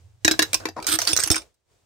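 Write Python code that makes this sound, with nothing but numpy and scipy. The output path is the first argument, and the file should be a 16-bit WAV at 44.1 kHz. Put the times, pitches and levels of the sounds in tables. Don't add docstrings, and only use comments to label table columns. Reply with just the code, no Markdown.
import sys
import numpy as np
from scipy import signal
from scipy.fft import rfft, irfft
from scipy.io import wavfile
from scipy.ndimage import uniform_filter1d

SR = 44100
rng = np.random.default_rng(int(sys.argv[2]) if len(sys.argv) > 2 else 0)


def voltage_ratio(level):
    return 10 ** (np.asarray(level, float) / 20)


def int16_out(signal):
    q = np.round(np.clip(np.atleast_2d(signal).T, -1, 1) * 32767)
    wavfile.write(sys.argv[1], SR, q.astype(np.int16))


N = 81585
LONG = 8192
SHELL_LOW_HZ = 257

# (frequency [Hz], bandwidth [Hz], level [dB])
PILE = [(1470, 100, -3.5), (3840, 89, -12), (4620, 130, -0.5), (5440, 60, -6), (6230, 89, -13.5),
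        (8420, 90, -4), (10600, 83, -9.5), (13000, 100, -20.5)]
# (frequency [Hz], level [dB], decay time t60 [s])
BOARD = [(318, 0, .11), (380, -11, .06), (660, -17, .04)]


def unit(x):
    return x / np.sqrt(np.mean(x ** 2) + 1e-18)


def colour(x, table, scale=1):
    hz, db = np.array(table, float).T[:2]
    n = x.shape[-1]
    f = np.maximum(np.arange(n // 2 + 1) * SR / n, 1)
    gain = voltage_ratio(scale * np.interp(np.log(f), np.log(hz), db))
    return irfft(rfft(x) * gain, n)


def tilt(x, db):
    return colour(x, [(375, -3 * db), (24000, 3 * db)])


def low_cut(x):
    return signal.sosfilt(signal.butter(2, SHELL_LOW_HZ, "high", fs=SR, output="sos"), x)


def curve(table, axis):
    rows = np.array(table, float)
    return np.interp(np.arange(N) / SR, rows[:, 0], rows[:, axis])


def pair(n, like):
    mid, side = rng.standard_normal((2, n))
    like = np.clip(like, 0, 1)
    opposed = side * np.array([[1], [-1]])
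    return np.sqrt((1 + like) / 2) * mid + np.sqrt((1 - like) / 2) * opposed


def ring(modes, scatter_db, spread):
    hz, db, t60 = np.array(modes, float).T[:, :, None]
    level, detune, phase, balance = rng.standard_normal((4, len(modes), 1))
    t = np.arange(LONG) / SR
    env = voltage_ratio(db + scatter_db * level - 60 * t / np.clip(t60, .003, .11))
    angle = 2 * np.pi * hz * (1 + .004 * detune) * t
    ports = []
    for side in (1, -1):
        partials = env * voltage_ratio(side * 2 * balance) * np.sin(angle + side * spread * phase)
        ports.append(partials.sum(0))
    return np.array(ports)


def add(out, s, sound, db):
    i = int(s * SR)
    n = min(sound.shape[1], N - i)
    out[:, i:i + n] += sound[:, :n] * voltage_ratio(db) / np.abs(sound).mean(0).max()


def background():
    # (time [s], hum level [dB], air level [dB])
    gate = [(0, -43.5, -77), (.2, -44.5, -84), (.3, -38, -59.5), (.62, -44.5, -61.5), (.73, -41.5, -80),
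            (.9, -56, -54.5), (1.1, -43, -70), (1.4, -68.5, -63), (1.55, -68, -90), (1.64, -76, -93.5),
            (1.72, -67.5, -78.5), (1.85, -67, -83.5)]
    # (frequency [Hz], density [dB per Hz])
    air_spectrum = [(15, -52.5), (45, -19), (102, -20), (200, -32.5), (450, -25.5), (1330, -35.5),
                    (2800, -37.5), (7500, -38), (9200, -41), (10500, -49.5)]
    hum_hz, hum_width_hz, hum_db, air_db = 96, 16, -10, 13.5
    f = np.arange(N // 2 + 1) * SR / N
    resonance = (1 + ((f - hum_hz) / hum_width_hz) ** 2) ** 1.3
    hum = unit(irfft(rfft(pair(N, .8)) / resonance, N))
    air = unit(colour(pair(N, 0.28), air_spectrum))
    return hum * voltage_ratio(curve(gate, axis=1) + hum_db) + air * voltage_ratio(curve(gate, axis=2) + air_db)


def bumps():
    # (time [s], peak level [dB])
    thuds = [
        (0.249, -23.5),
        (0.939, -31),
        (1.131, -26.5),
        (1.187, -34.5),
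        (1.24, -34.5),
        (1.304, -15.5),
    ]
    bump_hz, bump_t60_s, left_db = 66, 0.059, -14
    out, t = np.zeros((2, N)), np.arange(LONG) / SR
    glide = .007 * (1 - np.exp(-t / .007))
    thud = np.sin(2 * np.pi * bump_hz * (t + glide)) * voltage_ratio(-60 * t / bump_t60_s)
    thud = signal.sosfilt(signal.butter(2, 45, "high", fs=SR, output="sos"), thud)
    for s, db in thuds:
        add(out, s, thud * np.array([[-voltage_ratio(left_db)], [1]]), db)
    return out


def board():
    # (time [s], peak level [dB])
    pushes = [(0.249, -13.5), (0.28, -16.5), (0.311, -15.5), (0.392, -17), (0.418, -20.5), (0.543, -29),
              (0.657, -32.5), (0.776, -44.5), (0.937, -27.5), (0.959, -30), (1.134, -33.5), (1.265, -31),
              (1.306, -16), (1.35, -34)]
    out = np.zeros((2, N))
    for s, db in pushes:
        add(out, s, signal.fftconvolve(ring(BOARD, 2, .35), np.hanning(40)[None]), db + 0.5)
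    return low_cut(out)


def drag(slides, lean_db, board_db):
    # (frequency [Hz], level [dB])
    scrape = [(260, -23.5), (600, -4), (3200, -10.5), (6000, -7.5), (8500, -20.5), (9590, -17),
              (15600, -21), (16300, -50)]
    out, t = np.zeros((2, N)), np.arange(LONG) / SR
    hold = int(SR / 250)
    for s, length, db, swell_db, hz in slides:
        chance, size, sign = rng.random((3, LONG))
        steps = np.repeat(rng.standard_normal(LONG // hold + 1), hold)
        grip = voltage_ratio(2.5 * uniform_filter1d(steps, size=90)[:LONG])
        env = voltage_ratio(swell_db * t / length) * np.clip(np.minimum(t, length - t) / .004, 0, 1)
        strength = np.cos(np.pi * sign) * voltage_ratio(-1.8 * np.log(size + 1e-3))
        slips = ((chance < .15) * strength * grip * env)[None]

        modes = [(f, d - 10, 1.3 / w) for f, w, d in PILE]
        modes += [(hz, -4, .02), (hz * 1.03, -6, .02), (BOARD[0][0], board_db, .1)]
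        tones = unit(signal.fftconvolve(ring(modes, 2, 1.1), slips))
        grain = voltage_ratio(-60 * t / 0.0061) * pair(LONG, 0.22)
        grit = unit(colour(signal.fftconvolve(grain, slips, axes=1)[:, :-1], scrape))
        sound = unit(tilt(voltage_ratio(-0.5) * tones[:, :-1] + grit, lean_db))
        sound = sound * np.sqrt(2 * LONG / SR / length)
        i = int(s * SR)
        out[:, i:i + LONG] += sound[:, :LONG] * voltage_ratio(db)
    return out


def scuffs():
    # (start [s], length [s], level [dB], swell over the length [dB], ring frequency [Hz])
    rubs = [
        (.762, .036, -51, -8, 1000),
        (.80, .068, -58, 5, 1260),
        (.6, .05, -61, 0, 1500),
        (.657, .045, -58, -12, 1500),
        (1.39, .096, -68, -20, 600),
    ]
    return drag(rubs, -7.5, -19)


def dragged_pile():
    # (start [s], length [s], level [dB], swell over the length [dB], ring frequency [Hz])
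    pulls = [
        (.869, .094, -33.5, 2.5, 8450),
        (.99, 0.087, -46.5, -0.5, 5560),
        (1.072, 0.061, -41, -8.5, 5127),
        (1.17, 0.066, -45.5, 0, 6230),
        (1.238, .055, -50.5, -4, 6140),
        (1.305, 0.083, -44.5, -14, 5460),
    ]
    return drag(pulls, 1.0, -12.5)


def chatter(length_s):
    t = np.arange(1300) / SR
    chance, sign = rng.random((2, 1300))
    fade = np.exp(-(t / max(length_s, .0003)) ** 2 / 2)
    slips = (chance < .05) * np.cos(np.pi * sign) * fade
    return .55 * slips + (t == 0)


def clinks(hits, shell, shell_db, crack_db, t60, trim_db):
    # (frequency [Hz], level [dB])
    crack_spectrum = [(150, -24.5), (250, 4.5), (1660, 0), (3290, -2), (5660, 6), (10000, -8.5),
                      (15500, -12.5), (16800, -29.5)]
    out, t = np.zeros((2, N)), np.arange(LONG) / SR
    t60 = min(t60, .026)
    for s, db, hz, ms, lean_db in hits:
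        close_modes = [(hz, -2, t60), (hz * 1.04, -5, t60), (hz * .95, -8, t60)]
        body = min(hz / 3000, 1) * ring(close_modes, 0, 1.4)
        body = body + voltage_ratio(shell_db) * ring(shell, 2.5, 1.4)
        decay = voltage_ratio(-60 * t / .018) + voltage_ratio(-12 - 60 * t / .06)
        crack = unit(colour(pair(LONG, .4), crack_spectrum)) * decay
        contact = chatter(ms * 0.0009)[None]
        sound = signal.fftconvolve(body + voltage_ratio(crack_db) * crack, contact)
        sound = tilt(np.roll(sound, 64, axis=1), lean_db)
        add(out, s - .001, sound, db + trim_db)
    return out


def lifted_shell():
    # (time [s], peak level [dB], ring frequency [Hz], chatter [ms], tilt [dB per octave])
    contacts = [
        (1.1312, -5.5, 8590, 2, 0.6),
        (1.3018, -5.5, 6600, 2.5, 0.6),
        (1.3138, -3.5, 8610, 3, 3),
        (1.321, -12, 5345, 1.8, 0.3),
        (1.3575, -12, 8190, 2.6, 0.6),
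        (1.379, -20, 5570, 2.6, -1.4),
    ]
    # (frequency [Hz], level [dB], decay time t60 [s])
    held_shell = [(3570, -9, .08), (4650, -14, .04), (5340, -5, .07), (5500, -6, .08), (8135, -7, .045),
                  (8608, 0, .042), (11500, -13, .025), (13100, -18, .02)]
    return clinks(contacts, held_shell, 1.7, -1.0, .02, -1.5)


def clatter():
    # (time [s], peak level [dB], ring frequency [Hz], chatter [ms], tilt [dB per octave])
    contacts = [(0.8673, -9.5, 6600, 2.5, 2.1), (0.877, -15.5, 8400, 2, 0.6), (0.888, -11.5, 4200, 2, 0.3),
                (0.9415, -14.5, 8780, 3, 0.37), (0.959, -22, 8500, 2, -0.33),
                (0.988, -5.5, 5950, 1.5, -0.21), (1.003, -14.5, 5000, 1, 0.59),
                (1.0165, -10, 6020, 5, -0.25), (1.027, -23, 7000, 1, 0.8), (1.0509, -21, 6320, 2.5, -1.6),
                (1.0705, -13.5, 10600, 2, 0.6), (1.0735, -6.5, 4620, 4, 0.88), (1.081, -9.5, 5000, 3, 0.6),
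                (1.091, -14.5, 6600, 3, -0.44), (1.116, -16, 5220, 2, 0.055), (1.156, -24, 5390, 1.8, 1.1),
                (1.1645, -5, 4050, 1.2, 2.5), (1.173, -7, 6230, 3, 2.2), (1.188, -11, 1500, 2.5, 0.56),
                (1.195, -11.5, 8000, 2.5, 0.6), (1.2015, -10.5, 8190, 3, 1.6),
                (1.228, -18.5, 4250, 2.5, 0.3), (1.2358, -6.5, 8140, 2.5, 2.7),
                (1.238, -10, 5370, 2.5, 2.4), (1.263, -21, 10600, 2, 0.83), (1.2742, -15.5, 10600, 1.8, 1),
                (1.28, -21.5, 1900, 1.8, -0.3), (1.344, -15.5, 2360, 4, -0.15), (1.364, -14, 1430, 4, -1.2)]
    pile_modes = [(f, db, 0.91 / width) for f, width, db in PILE]
    return clinks(contacts, pile_modes, -3.0, -3.9, 0.075, -1.6)


def knocks():
    # (time [s], peak level [dB], ring frequency [Hz], chatter [ms], tilt [dB per octave])
    contacts = [(0.5312, -8, 8220, 2.5, -0.1), (0.5431, -3.5, 2400, 4, 2.2), (0.6005, -31, 1640, 5, -2.5),
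                (0.6544, -11.5, 1910, 1.5, -3), (0.668, -27, 1800, 4, -4), (0.6868, -21, 4920, 2.5, -2.7),
                (0.7771, -33, 1000, 2.6, -9), (0.8001, -30.5, 1420, 3, -3.5), (0.8255, -24.5, 8450, 4, 0.8),
                (0.8435, -25, 5020, 2.5, -3), (1.4181, -35, 7740, 3, -1), (1.542, -56.5, 8170, 5, 4)]
    # (frequency [Hz], level [dB], decay time t60 [s])
    small_shell = [(1800, -9, 0.016), (2375, -1, 0.034), (2640, -12, 0.095), (3960, -2.5, .06),
                   (4750, 2.5, .048), (5800, -1, .027), (10000, -10.5, 0.04), (10380, -2.5, 0.019),
                   (13300, -10.5, 0.047)]
    return clinks(contacts, small_shell, -6, 1.8, 0.047, -2.4)


def dropped_shell():
    # (time [s], peak level [dB], ring frequency [Hz], chatter [ms], tilt [dB per octave])
    contacts = [
        (0.2473, -1, 1630, 4.9, 1.54),
        (0.2787, 0.5, 1765, 1.6, -1.9),
        (0.3112, -5, 5060, 5.3, 2),
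        (0.338, -22, 5330, 4.2, -6),
        (0.3915, -1, 1616, 2.8, -1),
        (0.4204, -6.5, 3850, 0.59, -0.6),
        (0.4245, -4, 5110, 2.4, 3.8),
        (0.4295, -12.5, 5050, 2, -4.6),
    ]
    # (frequency [Hz], level [dB], decay time t60 [s])
    big_shell = [(1570, -6, .03), (1688, -6, .055), (1825, -8, .04), (2200, -9, .025), (2500, -11, .025),
                 (2810, -15, .04), (3300, -12, .03), (3840, -7, .085), (4035, -8, .07), (4500, -14, .03),
                 (5100, -9, .045), (6830, -12, .03), (8820, -13, .022), (9480, -14, .03)]
    return clinks(contacts, big_shell, 0.82, 2.0, 0.048, -3.3)


def deck_scatter(near):
    # (frequency [Hz], level [dB])
    deck = [(300, -1.5), (6000, -4), (10000, -9.5), (15500, -2), (16100, -43.5)]
    deck_t60_s, deck_db, likeness = .13, -11, .4
    t = np.arange(LONG) / SR
    tail = colour(pair(LONG, likeness), deck) * voltage_ratio(-60 * t / deck_t60_s) * (t > .003)
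    tail = tail / np.sqrt((tail ** 2).sum(1).mean())
    return voltage_ratio(deck_db) * signal.fftconvolve(near.mean(0)[None], tail)[:, :N]


def at_ports(shells):
    # (frequency [Hz], left minus right [dB])
    ports = [(60, -8), (110, 1), (200, -5.5), (380, 6), (700, -4.5), (1290, 7), (2380, 14), (4400, -7),
             (8120, -18.5), (15000, -1)]
    return np.array([colour(shells[0], ports, 0.32), colour(shells[1], ports, -0.2)])


def scene():
    near = dropped_shell() + knocks() + clatter() + lifted_shell() + dragged_pile() + scuffs()
    near = low_cut(near)
    shells = near + deck_scatter(near)
    return at_ports(shells) + board() + bumps() + background()


def roll_off(x):
    return signal.sosfilt(signal.butter(12, 17000, fs=SR, output="sos"), x)


def record(dry):
    # (frequency [Hz], level [dB])
    treble_end = [(15700, 0), (16300, -14), (17000, -30)]
    mix = np.clip(colour(dry, treble_end), -1, 1)
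    return roll_off(mix)


dry = scene()
out = record(dry)
int16_out(out)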